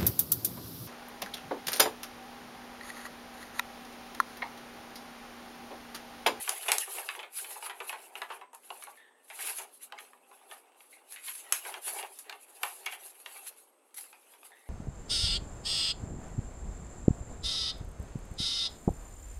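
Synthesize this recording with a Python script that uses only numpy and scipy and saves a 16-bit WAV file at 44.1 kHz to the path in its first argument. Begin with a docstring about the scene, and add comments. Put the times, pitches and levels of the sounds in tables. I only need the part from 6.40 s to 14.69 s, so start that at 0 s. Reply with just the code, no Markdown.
"""A large folded paper sheet is turned over, opened out and smoothed flat on a table in a small room.
Sliding paper and wrinkles are grains of filtered noise and single clicks that follow the hands' movements.
Panels buckle with dull pops and creases snap: dying bursts of random pushes, coloured and given a room tail.
Rubbing squeaks are gliding sine pairs; behind lie faint room noise, equipment tones and a low drone.
The colours are those of a desk microphone with a treble peak and little bass."""
import sys
import numpy as np
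from scipy import signal
from scipy.fft import rfft, irfft, next_fast_len
from scipy.io import wavfile
from scipy.ndimage import uniform_filter1d, map_coordinates

SR = 44100
rng = np.random.default_rng(int(sys.argv[2]) if len(sys.argv) > 2 else 0)


def pcm_store(signal):
    """Save signal as 16-bit PCM."""
    levels = np.round(np.clip(np.atleast_2d(signal), -1, 1) * 32767)
    wavfile.write(sys.argv[1], SR, levels.astype(np.int16).T)


N = 365588
TOP_HZ = 15880  # upper band limit


def amp(db):
    """Decibels to gain."""
    return 10 ** (np.asarray(db) / 20)


def unit(x):
    """Scale to rms 1."""
    return x / np.sqrt(np.mean(x ** 2) + 1e-20)


def peak(x):
    """Scale to peak 1."""
    return x / np.max(abs(x))


def along(points, hz):
    """Read (frequency [Hz], value) points on a log frequency axis."""
    point_hz, values = np.transpose(points)
    return np.interp(np.log(hz + 1), np.log(point_hz), values)


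def curves(rows):
    """One value per sample for each column after the time."""
    s, *columns = np.transpose(rows)
    return [np.interp(np.arange(N) / SR, s, column) for column in columns]


def add(track, s, x):
    """Mix x into the track at time s."""
    part = track[max(round(s * SR), 0):][:len(x)]
    part += x[:len(part)]


def wobble(rate):
    """A smooth random curve with the given number of knots a second."""
    knots = rng.standard_normal(int(N * rate / SR) + 4)
    return map_coordinates(knots, [np.arange(N) * rate / SR])


def coloured(x, colour_db, size=2048):
    """Causal, energy-neutral filter: the cepstrum is folded to give minimum phase."""
    level_db = colour_db(np.fft.rfftfreq(size, 1 / SR))
    cepstrum = irfft(np.log(amp(level_db) + 1e-6))
    cepstrum[1:size // 2] *= 2
    cepstrum[size // 2 + 1:] = 0
    pulse = irfft(np.exp(rfft(cepstrum)))
    return signal.fftconvolve(x, pulse / np.linalg.norm(pulse))[:len(x)]


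def room(x, wet_db, build=0.00068, size=16384):
    """Direct sound plus a fresh diffuse tail, as the sheet never stays in one place; build in s."""
    # decay of the room: (frequency [Hz], t60 [s])
    room_decay = [(300, 0.14), (900, 0.26), (3000, 0.22), (11000, 0.15), (16000, 0.42)]
    hz, t, z = signal.stft(rng.standard_normal(size), SR, nperseg=256)
    decay = amp(-60 * t / along(room_decay, hz)[:, None])
    tail = signal.istft(z * decay, SR, nperseg=256)[1]
    tail *= 1 - np.exp(-np.arange(len(tail)) / SR / build)
    tail *= amp(wet_db) / np.linalg.norm(tail)
    tail[0] += 1  # the direct sound
    return signal.fftconvolve(x, tail)


def burst(t, t60):
    """A sudden release: pushes of random sign that die away exponentially."""
    return rng.choice([-1, 1], len(t)) * amp(-60 * t / t60)


def facets(depth_db, count=70):
    """Each bend divides the sheet into new facets with their own resonances: (Hz, dB)."""
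    levels = depth_db * rng.uniform(-1.5, 1, count)
    return np.column_stack([np.geomspace(500, TOP_HZ, count), levels])


def patchy(x, depth_db, size=512):
    """Resonances come and go as the sheet changes its shape."""
    z = signal.stft(x, nperseg=size)[2]
    field = uniform_filter1d(rng.standard_normal(z.shape), size=3, axis=0)  # over frequency
    field = uniform_filter1d(field, size=7, axis=1)  # over time
    return unit(signal.istft(z * amp(depth_db * unit(field)), nperseg=size)[1][:N])


def slips_at_random(rate, spread_db):
    """Random moments, rate a second, each with a size of its own; zero elsewhere."""
    sizes = amp(spread_db * np.minimum(rng.standard_exponential(N), 3))
    return (rng.random(N) < rate / SR) * sizes


def rustle(colour, rate, spread_db, life, smooth):
    """Tiny slips of uneven size, each a puff dying over life [s], over a smooth share of friction."""
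    slips = slips_at_random(rate, spread_db)
    power = signal.lfilter([1], [1, -np.exp(-1 / (life * SR))], slips ** 2)
    grain = np.sqrt(power / power.mean() + smooth) * rng.standard_normal(N)
    return unit(coloured(grain, lambda hz: along(colour, hz)))


def crackle(colour, rate, spread_db):
    """Single wrinkles flipping at random, each a click of its own size."""
    clicks = slips_at_random(rate, spread_db) * rng.choice([-1, 1], N)
    clicks = coloured(clicks, lambda hz: along(colour, hz))
    return unit(room(clicks, wet_db=2.5)[:N])


def swells(rows):
    """Gain over time of hand movements that each gather speed, crest and come to rest."""
    drop_db, shape = 15, 1.26  # fall in level at the ends of rise and fall; roundness of the top
    t, power = np.arange(N) / SR, np.full(N, 1e-10)
    for s, db, rise, fall in rows:
        away = np.maximum((s - t) / rise, (t - s) / fall)
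        near = away < 3
        power[near] += amp(db - drop_db * away[near] ** shape) ** 2
    return np.sqrt(power)


def background():
    """Steady room noise with faint equipment tones whose phase wanders a little."""
    # spectrum of the room noise: (frequency [Hz], relative level [dB])
    air_colour = [(18, -88), (30, -53.5), (134, -53), (251, -8), (612, -3), (662, -18), (816, -11),
                  (1150, -7.5), (1840, -26), (2040, -17), (4980, -32), (7780, -24.5), (8420, -26),
                  (9110, -23), (15800, -49.5)]
    # equipment tones: (frequency [Hz], rms level [dB])
    whine = [(834, -85), (8226, -80)]
    air = unit(coloured(rng.standard_normal(N), lambda hz: along(air_colour, hz), size=8192))
    t = np.arange(N) / SR
    tones = np.zeros(N)
    for hz, db in whine:
        tones += amp(db) * np.sqrt(2) * np.sin(2 * np.pi * hz * t + 0.5 * wobble(15))
    return amp(-70.5) * air + tones


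def drone():
    """The third and fourth harmonics of a low hum; the microphone loses those below."""
    # a faint hum that wavers, sags and fades out:
    # (time [s], fundamental [Hz], rms level of the fourth harmonic [dB])
    hum = [(0, 61.5, -97), (1.5, 64.4, -83), (2.1, 61.7, -84.5), (3.0, 61.3, -87), (3.65, 63.1, -81),
           (3.88, 61, -81), (4.05, 57, -110)]
    hz, db = curves(hum)
    phase = 2 * np.pi * np.cumsum(hz) / SR
    third, fourth = np.sin(3 * phase), np.sin(4 * phase)
    return np.sqrt(2) * amp(db) * (amp(-11) * third + fourth)


def squeaks(overtone=1.89, waver_hz=110, catch_t60=0.014):
    """A fingertip catches on the paper, then rubs on with an unsteady squeak and its overtone."""
    # dry rubs: (time [s], relative level [dB], starting pitch [Hz], rub re the catch [dB],
    # rub t60 [s], glide [octaves/s])
    rubs = [(2.43, -47, 2230, -10, 0.09, -1.4), (2.574, -50.5, 1828, -9, 0.67, -0.2),
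            (4.529, -54.5, 2210, -5.5, 0.1, 0.8), (4.760, -47, 2170, -11, 0.12, -0.76),
            (7.728, -54.5, 2485, -9, 0.13, 1.7), (8.119, -48, 1843, -18.5, 2.2, 0.9)]
    out, t = np.zeros(N), np.arange(SR // 2) / SR
    for s, db, ring_hz, rub_db, t60, glide in rubs:
        hz = ring_hz * 2 ** (glide * t) + waver_hz * wobble(450)[:len(t)]
        phase = 2 * np.pi * np.cumsum(hz) / SR
        catch = amp(-60 * t / catch_t60)
        rub = amp(rub_db - 60 * t / t60 + 2.3 * wobble(90)[:len(t)])
        squeak = (catch + rub) * (np.sin(phase) + amp(-11.0) * np.sin(overtone * phase))
        # a small patch of paper radiates no bass
        squeak = coloured(squeak, lambda hz: along([(150, -30), (1200, -18)], hz))
        add(out, s, amp(db) * room(squeak, wet_db=5.5))
    return out


def snaps(chatter_db=-27, chatter_t60=0.25):
    """A stiff crease flips over suddenly, and the sheet around it chatters on."""
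    # creases snapping over: (time [s], peak level before the room tail [dB], t60 [s])
    flips = [(0.0916, -18, 0.0077), (0.0937, -11.5, 0.01), (0.2852, -21, 0.057), (0.3181, -7, 0.0055),
             (0.383, -12.5, 0.011), (1.495, -40, .006), (1.7547, -41, .002), (2.132, -45, .004),
             (2.148, -35.5, 0.0077), (2.438, -29, 0.0063), (3.184, -28, 0.071), (4.723, -31.5, 0.0059),
             (5.1237, -7, 0.008), (5.788, -33, 0.069), (6.232, -22, 0.016), (6.4598, -28, 0.011),
             (6.860, -40, 0.0028), (7.069, -33.5, 0.027), (7.543, -40, 0.061)]
    # spectrum of a snap: (frequency [Hz], relative level [dB])
    crease_colour = [(30, -45.5), (200, -50), (500, -20.5), (1100, -11), (3000, -14.5), (5000, -10),
                     (6500, -6), (9000, -7.5), (10800, 3), (12000, -3.5), (13500, -26), (15800, -26)]
    out, t = np.zeros(N), np.arange(SR // 6) / SR
    for s, db, t60 in flips:
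        ripple = facets(depth_db=4.5)
        drive = burst(t, t60) + amp(chatter_db) * burst(t, chatter_t60)
        crack = coloured(drive, lambda hz: along(crease_colour, hz) + along(ripple, hz))
        add(out, s, amp(db) * room(peak(crack), wet_db=-4.5))
    return out


def buckles(flexing, sheet_t60=0.14, spread=0.0019):
    """A panel pops through with a click; slower, lower bending waves then spread over the sheet."""
    # panels popping through: (time [s], relative click level [dB],
    # relative bending wave level [dB], brightness [dB])
    pops = [(0.077, -20, -41, -2.5), (0.259, -41, -45, 2), (0.283, -13, -31, 8.5), (0.319, -9, -35, 8.5),
            (0.473, -36, -48, -10), (0.571, -32.5, -52, -2), (0.584, -25.5, -48.5, 2),
            (0.689, -16, -41, 9.5), (0.751, -29.5, -52, -2), (0.792, -29, -45.5, 8), (0.83, -30, -46, 5.5),
            (1.045, -29, -54, 8), (1.158, -33, -46.5, -11), (1.225, -32, -46, 1), (1.258, -30, -44, 2.5),
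            (1.297, -27, -42.5, 4), (1.403, -24.5, -41.5, 0.5), (1.494, -22.5, -43, 5),
            (1.525, -39, -40.5, 2), (1.754, -25, -46, 3), (1.818, -20.5, -40.5, 0.5),
            (1.902, -32, -40.5, -2), (2.013, -36, -48, -7), (2.131, -45, -52, -15),
            (2.304, -24.5, -44.5, -11.5), (2.424, -34, -58.5, 4), (2.47, -38.5, -48, -13),
            (2.901, -30, -47.5, 4), (2.991, -35, -50, 3), (3.097, -29, -50.5, -2), (3.184, -37, -45, 5),
            (3.523, -26.5, -47.5, -7.5), (3.587, -28.5, -51.5, 8), (3.733, -39.5, -60.5, -13.5),
            (3.914, -44.5, -58, -13), (4.113, -31.5, -48.5, 0), (4.406, -40, -69, 2),
            (4.761, -32.5, -51.5, 20), (4.882, -28, -49, 12), (5.1239, -19, -40.5, 13),
            (5.251, -28, -44, 1.5), (5.341, -24.5, -47, 3.5), (5.588, -24.5, -47.5, -1),
            (5.628, -25.5, -49.5, 11), (5.896, -26, -52, 6), (5.926, -29, -52, 5.5),
            (6.233, -15.5, -37, 1.5), (6.463, -17.5, -38.5, 12), (6.523, -29, -44.5, 8.5),
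            (6.861, -24.5, -52, -0.5), (7.582, -39, -59.5, 0.5), (7.729, -39, -61, 0),
            (7.937, -43, -63, 1.5), (8.031, -37.5, -73, -8)]
    # spectrum of the click: (frequency [Hz], relative level [dB])
    click_colour = [(30, -37), (200, -61), (500, -16.5), (1100, -2.5), (2000, -2), (2700, 3), (3800, -6.5),
                    (5200, -16), (11000, -22.5), (15800, -40)]
    # spectrum of the bending waves: (frequency [Hz], relative level [dB])
    panel_colour = [(30, -47), (140, -41), (260, -35.5), (390, 3), (560, -7), (830, 5), (1400, -0.5),
                    (2000, 0), (2700, 1), (3800, -5.5), (5200, -18.5), (11000, -23), (15800, -54)]
    out, t = np.zeros(N), np.arange(SR // 5) / SR
    flex_db = 20 * np.log10(flexing)
    for s, click_db, waves_db, bright_db in pops:
        ripple = facets(depth_db=5)
        # deeper flexing gives a pop more low body
        body_db = -9 + 0.46 * (flex_db[round(s * SR)] - flex_db.mean())

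        def tilt(hz):
            return bright_db * along([(1000, -0.68), (2200, 0.42)], hz) + along(ripple, hz)

        def waves_colour(hz):
            body = body_db * along([(250, 0.43), (400, 1), (700, 0.047)], hz)
            lower = along([(1000, 5.0), (5000, -6.5)], hz)
            return along(panel_colour, hz) + tilt(hz) + body + lower

        click = coloured(burst(t, t60=0.013), lambda hz: along(click_colour, hz) + tilt(hz))
        # neighbouring wrinkles give way in the wake of the pop
        aftershocks = 1 + 9 * (rng.random(len(t)) < 250 / SR)
        waves = aftershocks * burst(t, t60=sheet_t60) * (1 - np.exp(-t / spread))
        waves = coloured(waves, waves_colour)
        waves = waves / np.std(waves[:SR // 30])
        pop = amp(click_db - 4.0) * peak(click) + amp(waves_db - 1.0) * waves
        add(out, s, room(pop, wet_db=-7.0))
    return out


def handling(sliding, flexing):
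    """Strokes hiss, flexing makes the wide panels flutter, and both set the wrinkles crinkling."""
    # spectrum of the sliding hiss: (frequency [Hz], relative level [dB])
    slide_colour = [(300, -56), (1500, -33), (4000, -12.5), (5500, -18), (6300, -15), (8800, -10),
                    (10000, -5), (11000, 1.5), (12000, -7.5), (13200, -15), (15800, -27.5)]
    # spectrum of crinkling wrinkles: (frequency [Hz], relative level [dB])
    crinkle_colour = [(200, -64), (700, -16), (1200, -0.5), (1900, -1.5), (2700, 3.5), (3800, -9),
                      (5200, -15), (9000, -15), (15800, -23.5)]
    # spectrum of fluttering panels: (frequency [Hz], relative level [dB])
    flutter_colour = [(100, -47.5), (220, -45), (310, -14), (390, 3.5), (550, -4.5), (800, 6.5), (1100, -7),
                      (1700, -14.5), (4000, -50.5)]
    # the sheet comes to lie on the table at 6.6 s; strokes crinkle a lying sheet 2.5 dB less
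    lying = np.arange(N) / SR > 6.6
    crinkling = np.hypot(amp(-10.5 - 2.5 * lying) * sliding, amp(-3.5) * flexing)

    slide = patchy(rustle(slide_colour, rate=900, spread_db=5.0, life=0.0044, smooth=1.7), depth_db=3.5)
    slide += amp(-18) * crackle(slide_colour, rate=230, spread_db=6.5)
    crinkle = rustle(crinkle_colour, rate=240, spread_db=9.5, life=0.0068, smooth=1.0)
    crinkle = amp(-1) * patchy(crinkle, depth_db=6.0)
    crinkle += amp(-4) * crackle(crinkle_colour, rate=100, spread_db=7)
    flutter = patchy(rustle(flutter_colour, rate=130, spread_db=4, life=0.013, smooth=0.53), depth_db=2.5)

    uneven = amp(-0.4 + 2.3 * wobble(45))  # the hiss flickers in level
    return sliding * uneven * slide + crinkling * crinkle + flexing * amp(0.5) * flutter


def scene():
    """The sheet and the room at one microphone."""
    # paper sliding over paper, table and skin:
    # (fastest moment [s], relative hiss level [dB], rise [s], fall [s])
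    strokes = [(0.05, -40.5, 0.27, 0.18), (0.25, -41.5, 0.16, 0.3), (0.42, -38.5, 0.12, .06),
               (0.565, -39, 0.14, 0.17), (0.98, -37.5, 0.048, 0.085), (1.13, -44, 0.12, 0.071),
               (1.265, -41.5, 0.07, 0.046), (1.495, -45, 0.12, 0.061), (1.65, -49.5, 0.096, 0.054),
               (1.775, -53, 0.052, 0.14), (1.945, -53, .045, 0.054), (2.148, -54, .015, .03),
               (2.25, -56, 0.049, 0.14), (2.41, -52, 0.13, 0.16), (3.08, -34.5, 0.13, 0.085),
               (3.19, -40, .07, 0.06), (3.35, -56.5, 0.09, 0.062), (3.44, -49, .05, 0.041),
               (3.61, -59, .04, 0.18), (3.92, -64, 0.11, 0.2), (4.12, -55, .06, .14),
               (4.42, -59.5, .06, .08), (4.54, -60, 0.1, 0.11), (4.73, -48, 0.056, .08),
               (4.875, -40, 0.059, 0.11), (4.99, -48.5, 0.17, 0.11), (5.16, -45, 0.042, 0.088),
               (5.28, -45, 0.17, 0.11), (5.485, -35, 0.047, 0.039), (5.59, -42, 0.14, 0.07),
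               (5.8, -52.5, 0.2, 0.078), (6.03, -62, .15, 0.087), (6.25, -45, 0.05, 0.12),
               (6.41, -50.5, 0.42, 0.1), (6.53, -46.5, 0.045, 0.055), (6.66, -46, 0.084, 0.097),
               (6.8, -55.5, .06, 0.3), (6.94, -48.5, 0.073, 0.16), (7.075, -41, 0.038, 0.025),
               (7.18, -57, 0.11, 0.1), (7.575, -42.5, 0.014, 0.1), (7.92, -62, 0.5, 0.14),
               (8.055, -51, 0.048, 0.055), (8.24, -64.5, 0.29, .2)]
    # the sheet sways and bends in the hands:
    # (deepest moment [s], relative flutter level [dB], rise [s], fall [s])
    flexes = [(0.0, -47.5, .05, .05), (0.105, -45.5, 0.034, 0.12), (0.32, -38, 0.053, 0.077),
              (0.585, -45, .1, 0.076), (0.78, -49.5, 0.19, .11), (1.05, -54, 0.088, 0.26),
              (1.24, -58, .1, 0.17), (1.53, -54.5, 0.28, 0.14), (1.82, -55.5, 0.29, 0.091),
              (1.93, -53.5, .06, .1), (2.36, -63.5, 0.24, 0.57), (3.08, -53.5, 0.17, 0.093),
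              (3.21, -51.5, 0.026, 0.089), (3.56, -57, 0.077, 0.15), (4.1, -63, 0.42, 0.44),
              (4.65, -67.5, 0.59, .3), (5.09, -58, .15, 0.19), (5.28, -46, 0.047, 0.089),
              (5.375, -48.5, 0.051, 0.035), (5.5, -46, 0.048, 0.17), (5.61, -45, 0.054, 0.081),
              (5.915, -49.5, 0.066, .07), (6.27, -59, 0.26, 0.15), (6.45, -58.5, 0.37, 0.51),
              (6.98, -62.5, .2, 0.35), (7.61, -68, 0.045, 0.19), (8.15, -67.5, 0.98, 0.48)]
    sliding, flexing = swells(strokes), swells(flexes)
    surroundings = background() + drone()
    sheet = squeaks() + snaps() + buckles(flexing) + handling(sliding, flexing)
    return (surroundings + sheet)[None]


def record(dry):
    """The recorder keeps nothing above its band limit."""
    m = next_fast_len(N + SR // 2)
    kept = np.fft.rfftfreq(m, 1 / SR) < TOP_HZ
    return irfft(rfft(dry, m) * kept, m)[..., :N]


dry = scene()
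out = record(dry)
pcm_store(out)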